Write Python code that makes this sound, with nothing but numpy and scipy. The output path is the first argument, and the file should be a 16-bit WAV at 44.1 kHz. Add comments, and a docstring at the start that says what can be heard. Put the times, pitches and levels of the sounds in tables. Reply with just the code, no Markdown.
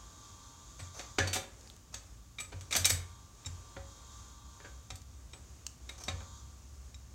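"""On a concrete floor, a steel jack is worked under an old refrigerator. Impacts of the handle and linkage
excite the damped modes of the steel; the cabinet scrapes on the saddle, its sheet-metal panels boom
as the load shifts, and grit ticks underneath. A motor's hissy whine comes and goes in surges, and
a low compressor hum grows as it creeps up in pitch, over the rumble and hiss of the room."""
import sys
import numpy as np
from scipy import signal
from scipy.fft import rfft, irfft, next_fast_len
from scipy.io import wavfile
from scipy.ndimage import map_coordinates

SR = 44100
rng = np.random.default_rng(int(sys.argv[2]) if len(sys.argv) > 2 else 0)


def wav_out(sig):
    """Save sig, one row per channel (or a flat mono array), as 16-bit PCM at SR to the path in sys.argv[1]."""
    wavfile.write(sys.argv[1], SR, np.round(np.clip(np.atleast_2d(sig).T, -1, 1) * 32767).astype(np.int16))


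N = 314874

# steel contacts: start_s, rise_s, t60_s, level_db, hardness_db_per_octave, favoured_hz, favoured_db
BLOWS = [(.789, 0.011, 0.1, -41.5, -2, 8130, -47), (.993, 0.0021, 0.064, -33.5, -2.3, 4515, -56),
         (1.1835, 0.0023, 0.074, -19, -2.5, 410, -35.5), (1.201, .0013, 0.41, -39, -2, 1690, -25.5),
         (1.272, 0.002, 0.12, -33, 0, 4515, -36.5), (1.330, .003, 0.12, -28, 2.5, 3640, -37.5),
         (1.348, .012, .11, -29.5, -0.5, 680, -31), (1.941, 0.0014, 0.06, -36, 0.8, 6570, -43),
         (2.385, 0.0011, 0.13, -46.5, 0.5, 2340, -38), (2.395, .011, 0.092, -40.5, 1.5, 7950, -38),
         (2.518, 0.01, 0.07, -43, -5, 410, -52.5), (2.609, 0.00091, 0.061, -47.5, 2.5, 8100, -61),
         (2.708, .002, .3, -37.5, 1.5, 2342, -41), (2.726, 0.00052, 0.26, -30.5, 2, 2150, -31),
         (2.75, 0.0026, 0.071, -22, .3, 6010, -36.5), (2.761, 0.0064, 0.042, -25.5, 4, 3600, -54),
         (2.852, .003, 0.06, -20.5, 4, 2342, -35), (2.892, 0.014, 0.034, -22, 1.95, 7900, -28.5),
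         (3.459, 0.011, 0.033, -43, -0.3, 7260, -44), (3.764, 0.0035, 0.06, -42, -7.5, 610, -43),
         (4.601, 0.0011, 0.062, -48, -5, 1760, -59), (4.642, 0.0093, 0.1, -47, -7.5, 1610, -46),
         (4.903, 0.0015, 0.05, -38.5, 0, 807, -55), (4.954, 0.003, 0.051, -52, 5, 4515, -58),
         (5.333, 0.0017, 0.045, -42, -4.5, 8040, -50), (5.891, 0.0031, 0.047, -39, 0.3, 2110, -43.5),
         (6.036, 0.0015, .045, -44.5, 4, 5457, -43), (6.081, 0.0019, 0.079, -28, -2.5, 410, -47),
         (6.203, 0.0033, 0.066, -47.5, -8, 1545, -59)]
# modes of jack and cabinet ringing together: pitch_hz, level_db, t60_s
STEEL_MODES = [(410, 0, .13), (549, -1, .45), (754, 0, .28), (807, -6, .25), (1233, -1, .22),
               (1405, -4, .2), (1545, -6, .3), (1647, 0, .13), (1733, -1, .17), (1868, -3, .14),
               (2150, -1, .1), (2342, -1, .16), (2466, -4, .16), (2850, -3, .25), (3560, -5, .35),
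               (3640, -3, .3), (3800, 0, .14), (4515, -1, .24), (5457, -3, .14), (6010, 0, .26),
               (6140, -3, .24), (6570, -3, .2), (7303, -2, .2), (7790, -1, .21), (7900, -2, .22),
               (8130, -4, .18), (8465, -1, .26), (9500, 0, .28), (11330, 0, .2), (12730, 2, .2),
               (13900, 2, .2)]
# spectrum of a contact of middling hardness: frequency_hz, density_db
CONTACT_SPECTRUM = [(60, 0), (300, 2.5), (800, -1), (1600, -1.5), (2800, -2), (5600, -0.5), (7800, 0.5),
                    (10200, -15.5), (14000, -17.5), (15800, -22)]
# hard contacts brighten evenly: frequency_hz, tilt_octaves
HARD_TILT = [(450, -2.5), (2100, 0), (6500, 1.73), (12000, 3)]
# soft contacts lose their top past a knee: frequency_hz, tilt_octaves
SOFT_TILT = [(450, -1.2), (1500, -0.7), (3900, 0.33), (5400, 1), (12000, 4)]
def jack():
    """Impact excitation: a rattle of tiny impacts sets the steel ringing; harder contacts are brighter."""
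    out, t = np.zeros(N), np.arange(SR // 2) / SR
    mode_hz = np.transpose(STEEL_MODES)[0]
    grid_hz = np.linspace(0, SR / 2, num=2000)
    frame = frame_response(grid_hz, floor_db=-2.5)
    treble = 1 / (1 + (9100 / (grid_hz + 1)) ** 10)
    knots_s = t[::40]
    for start_s, rise_s, t60_s, level_db, hardness, favoured_hz, favoured_db in BLOWS:
        tilt_db = hardness * along(HARD_TILT if hardness > 0 else SOFT_TILT, grid_hz)
        grind_db = 2.5 * np.log2(rise_s / 0.0028) * treble  # a contact that grinds on gains treble
        colour_db = level_db + along(CONTACT_SPECTRUM, grid_hz) + tilt_db + grind_db
        colour = amp(colour_db) * frame
        onset = np.minimum(t / rise_s, 1)
        chatter = unit(amp(2.3 * np.interp(t, knots_s, rng.standard_normal(len(knots_s)))))
        rattle = filtered(rng.standard_normal(len(t)), lambda hz: np.interp(hz, grid_hz, colour))
        contact = rattle * chatter * onset * fade(t - rise_s, t60_s)
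        # every mode takes its share of the contact; the spot struck favours one pitch
        share = amp(np.interp(mode_hz, grid_hz, colour_db) - 24.5)
        reach_hz = 64 + 0.019 * favoured_hz
        favoured = amp(favoured_db) / (1 + ((mode_hz - favoured_hz) / reach_hz) ** 2)
        steel = onset * ((share + favoured) @ ring(STEEL_MODES, t))
        add(out, start_s, contact + steel + amp(-6.5) * reverberation(contact, build_s=0.0039))
    return out


# short-lived resonances of the jack's frame: centre_hz, width_hz, level_db
FRAME_RESONANCES = [(697, 720, -0.5), (1320, 270, -2), (1880, 1330, 1.5), (2356, 290, 4.5),
                    (3560, 1400, 0.5), (4580, 170, 4.5), (5700, 250, 0), (6180, 450, 5.5),
                    (6800, 290, -0.5), (6970, 83, 3.5), (8470, 200, 3.5), (9170, 130, -9), (9460, 420, 3),
                    (11200, 350, 0), (12630, 360, 8.5), (14000, 400, -3)]
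def frame_response(hz, floor_db):
    """Resonance: the frame passes vibration best near its natural frequencies."""
    power = sum(amp(level_db) ** 2 / (1 + (2 * (hz - centre_hz) / width_hz) ** 2) ** 2
                for centre_hz, width_hz, level_db in FRAME_RESONANCES)
    return np.sqrt(amp(floor_db) ** 2 + power)


# shifts of the cabinet: start_s, level_db
ROCKS = [(0.802, -39), (1.193, -26.5), (2.533, -37.5), (2.77, -30.5), (2.906, -28), (3.46, -34),
         (3.771, -45), (4.907, -40), (6.086, -33)]
# modes of its sheet-metal panels: pitch_hz, level_db, t60_s
PANEL_MODES = [(51.6, -16, 0.66), (88.9, 0.5, 0.5), (103.8, -1, 0.18), (138.4, -14.5, 0.47),
               (154.3, -13.5, 0.25), (262.3, -7.5, 0.13)]
def cabinet():
    """Plate vibration: the panels boom when the load shifts, at a slightly different pitch each time."""
    out, t = np.zeros(N), np.arange(SR * 3 // 4) / SR
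    onset = 1 - np.exp(-t / 0.024)
    for start_s, level_db in ROCKS:
        detune = 1 + 0.024 * rng.standard_normal()
        add(out, start_s, amp(level_db) * onset * ring(PANEL_MODES, detune * t).sum(0))
    return out


# clinks of the handle's linkage: start_s, peak_db, tilt_db_per_octave
CLINKS = [(2.385, -33.5, -8.5), (2.402, -38.5, -10), (2.447, -43.5, -9), (2.726, -21.5, -2),
          (2.846, -17, 1), (3.449, -43.5, -5), (3.46, -31.5, 18), (4.904, -36.5, 9), (5.891, -35, -2),
          (6.083, -27, -4), (5.333, -45.5, 1), (6.944, -40.5, 4.5)]
# modes of a link: pitch_hz, level_db, t60_s
LINK_MODES = [(1243, -10.5, 0.14), (2086, 3, 0.016), (2420, 3, 0.058), (3655, 3.5, 0.028),
              (3780, 10.5, 0.042), (5470, 4, 0.05), (6430, -9, 0.039), (7330, 0.5, 0.043),
              (7930, -18, 0.027)]
def linkage():
    """Free vibration: a loose link strikes, bounces once and rings briefly."""
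    out, t = np.zeros(N), np.arange(SR // 3) / SR
    lowest_hz = LINK_MODES[0][0]
    for start_s, peak_db, tilt in CLINKS:
        modes = [(hz, db + tilt * np.log2(hz / lowest_hz), t60_s) for hz, db, t60_s in LINK_MODES]
        clink = ring(modes, t).sum(0)
        bounce = amp(-2) * ring(modes, t).sum(0)
        add(clink, 0.004, bounce)
        clink = amp(peak_db) * clink / np.abs(clink).max()
        add(out, start_s, clink + amp(-15) * reverberation(clink, build_s=0.0047))
    return out


# scrapes as the saddle takes up the load: start_s, length_s, level_db
SCRAPES = [(0.937, 0.091, -48), (1.925, 0.035, -50), (5.978, 0.017, -51), (5.997, 0.034, -51),
           (6.067, 0.029, -51)]
# spectrum of sliding steel: frequency_hz, density_db
SCRAPE_SPECTRUM = [(100, -11), (600, 3.5), (1800, -7.5), (3500, -13.5), (6000, 3), (8000, -6.5),
                   (10500, -17), (15800, -25)]
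def saddle():
    """Sliding friction: faint, uneven noise, coloured by the frame, swells and dies away."""
    out, t = np.zeros(N), np.arange(SR // 2) / SR
    for start_s, length_s, level_db in SCRAPES:
        stroke = np.sin(np.pi * np.minimum(t / length_s, 1))
        roughness = amp(2.6 * wobble(107)[:len(t)])
        friction = filtered(noise(SCRAPE_SPECTRUM, len(t)), lambda hz: frame_response(hz, floor_db=0.5))
        scrape = amp(level_db) * stroke * roughness * unit(friction)
        add(out, start_s, scrape + amp(-4.5) * reverberation(scrape, build_s=0.011))
    return out


# cracking grains: start_s, peak_db, centre_hz, t60_s
GRIT_TICKS = [(1.611, -43, 6070, 0.0068), (1.675, -40.5, 4530, 0.0067), (1.7003, -37, 3680, 0.0037),
              (1.765, -43, 6060, 0.0061), (5.018, -43, 5600, .014), (5.666, -25, 6440, 0.016)]
def grit():
    """Brittle fracture: grains crack under the load in short, bright, nearly dry bursts of noise."""
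    out, t = np.zeros(N), np.arange(SR // 4) / SR
    for start_s, peak_db, hz, t60_s in GRIT_TICKS:
        spectrum = [(hz / 12, -30), (hz / 4, -15), (hz * 0.6, -12),
                    (hz, 0), (hz * 1.25, -5), (hz * 1.6, -22)]
        tick = noise(spectrum, len(t)) * fade(t, t60_s)
        tick = amp(peak_db) * tick / np.abs(tick).max()
        add(out, start_s, tick + amp(-12) * reverberation(tick, build_s=0.0013))
    return out


# spans in which a surge holds at its height: start_s, end_s, whine_db, hiss_db
SURGES = [(0, 0.61, -62, -60.5), (0.842, 1.25, -62.5, -57), (2.806, 3.17, -63, -66),
          (3.596, 4.66, -63, -62), (4.104, 4.2, -64, -58.5), (6.174, 6.353, -62, -60.5)]
# partials of the whine: pitch_hz, level_db
WHINE_PARTIALS = [(848, -5.5), (935, -0.5), (1053, 0), (1143, -3), (1169, 5), (1200, -8), (1405, -7),
                  (1490, -14), (1560, -7.5), (3245, -3.5), (3815, -6.5), (4220, -6)]
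# spectrum of the air hiss: frequency_hz, density_db
AIR_SPECTRUM = [(300, -57), (800, -12), (1150, 4.5), (1800, -13.5), (2800, -27), (3250, -0.5), (3700, 4.5),
                (4100, -5), (4600, 1), (5200, -2.5), (6600, 8), (7400, 4.5), (8300, -11), (15000, -25)]
def motor():
    """Tonal and broadband noise: unsteady partials and a hiss of air swell, hold and sink together."""
    t = np.arange(N) / SR
    swell_s, sink_s, whine_idle_db, hiss_idle_db = 0.4, 0.28, -74.5, -70
    start_s, end_s, whine_db, hiss_db = np.transpose(SURGES)[:, :, None]
    swell = np.clip(np.minimum(1 + (t - start_s) / swell_s, 1 - (t - end_s) / sink_s), 0, 1)
    gain = lambda idle_db, top_db: amp(idle_db + np.max(swell * (top_db - idle_db), axis=0))
    clock_s = np.cumsum(1 + 0.00117 * wobble(8.3)) / SR  # all partials waver in pitch together
    whine = sum(amp(db + 1.5 * wobble(12)) * np.sin(2 * np.pi * hz * clock_s + 0.5 * wobble(25))
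                for hz, db in WHINE_PARTIALS)
    air = unit(noise(AIR_SPECTRUM, N)) * amp(1.5 * wobble(13))
    return gain(whine_idle_db, whine_db) * unit(whine) + gain(hiss_idle_db, hiss_db) * air


def compressor():
    """Forced vibration: a throbbing hum with a weak octave rises in pitch and level with speed."""
    pickup_start_s, time_constant_s = 3.05, 1.05
    pickup = 1 - np.exp(-np.maximum(np.arange(N) / SR - pickup_start_s, 0) / time_constant_s)
    pitch_hz = np.interp(pickup, [0, 1], [57.1, 68.5])
    level_db = np.interp(pickup, [0, 1], [-66, -53])
    rotation = np.exp(2j * np.pi * np.cumsum(pitch_hz) / SR)
    throb = 1 + wobble(19) + 1j * wobble(17)  # random swing of strength and phase
    return amp(level_db) * unit(np.real(throb * rotation + amp(-30) * rotation ** 2))


# spectrum of the room's rumble: frequency_hz, density_db
RUMBLE_SPECTRUM = [(20, -7), (36, -16), (46, -2.5), (57, 1.5), (75, -7), (90, -3), (110, -6), (150, -17),
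                   (280, -20), (500, -43)]
# spectrum of the room's hiss: frequency_hz, density_db
HISS_SPECTRUM = [(120, -4.5), (200, -5.5), (305, -6), (447, -7.5), (817, -9.5), (981, -14), (1140, -11),
                 (1640, -14.5), (1930, -17), (2990, -16.5), (3340, -21.5), (6690, -8.5), (8800, -18.5),
                 (15800, -51)]
def room():
    """Ambient noise: a steady rumble lies under a gently wavering hiss."""
    rumble = amp(-55.5) * unit(noise(RUMBLE_SPECTRUM, N))
    hiss = amp(-62.5 + 1.84 * wobble(5.4)) * unit(noise(HISS_SPECTRUM, N))
    return rumble + hiss


# reverberation times of cabinet and room: frequency_hz, t60_s
DECAY_TIMES = [(100, 0.76), (600, 0.48), (2000, 0.42), (6000, 0.29), (9000, 0.32), (15000, 0.24)]
def reverberation(x, build_s):
    """Diffuse field: reflections build up within milliseconds and linger longest in the bass."""
    hz, t, bands = signal.stft(rng.standard_normal(SR // 2), SR, nperseg=256)
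    decay = fade(t, along(DECAY_TIMES, hz)[:, None])
    onset = 1 - np.exp(-t / build_s)
    tail = signal.istft(bands * decay * onset, SR, nperseg=256)[1]
    return signal.fftconvolve(x, tail / np.linalg.norm(tail))[:len(x)]


def ring(modes, t):
    """Damped normal modes, one a row, with new strengths and phases for every blow."""
    hz, db, t60_s = np.transpose(modes)[:, :, None]
    strength = amp(db + rng.standard_normal(hz.shape))
    return strength * fade(t, t60_s) * np.sin(2 * np.pi * (hz * t + rng.random(hz.shape)))


def fade(t, t60_s):
    """Exponential decay by 60 dB in t60_s."""
    return np.exp(-np.log(1000) * np.maximum(t, 0) / t60_s)


def noise(spectrum, size):
    """Spectral shaping of white noise by (frequency_hz, density_db) points."""
    return filtered(rng.standard_normal(size), lambda hz: amp(along(spectrum, hz)))


def filtered(x, gain):
    """Linear filtering: each frequency is scaled by gain(hz)."""
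    size = next_fast_len(len(x) + 8192)
    return irfft(rfft(x, size) * gain(np.fft.rfftfreq(size, 1 / SR)), size)[:len(x)]


def wobble(rate_hz):
    """Random modulation: a smooth curve through rate_hz knots a second."""
    knots = rng.standard_normal(int(N * rate_hz / SR) + 4)
    return map_coordinates(knots, [np.arange(N) * rate_hz / SR])


def along(points, hz):
    """Interpolation of (frequency_hz, value) points on a logarithmic frequency axis."""
    point_hz, values = np.transpose(points)
    return np.interp(np.log(hz + 1), np.log(point_hz + 1), values)


def amp(db):
    """Amplitude ratio of a level in decibels."""
    return 10 ** (np.asarray(db) / 20)


def unit(x):
    """Normalisation to rms 1."""
    return x / np.sqrt(np.mean(x ** 2) + 1e-20)


def add(track, start_s, sound):
    """Superposition of a sound on the track from start_s."""
    part = track[round(start_s * SR):][:len(sound)]
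    part += sound[:len(part)]


def scene():
    """Superposition: the pressures of all sources add at one microphone."""
    return (jack() + saddle() + linkage() + cabinet() + grit() + motor() + compressor() + room())[None]


def record(dry):
    """Band limiting: the microphone weakens the deepest bass and keeps nothing above its top frequency."""
    low_hz, top_hz = 42, 15900
    low_cut = lambda hz: 1 / np.sqrt(1 + (low_hz / (hz + 1)) ** 8) + amp(-35.5)
    return np.array([filtered(channel, lambda hz: low_cut(hz) * (hz < top_hz)) for channel in dry])


dry = scene()
out = record(dry)
wav_out(out)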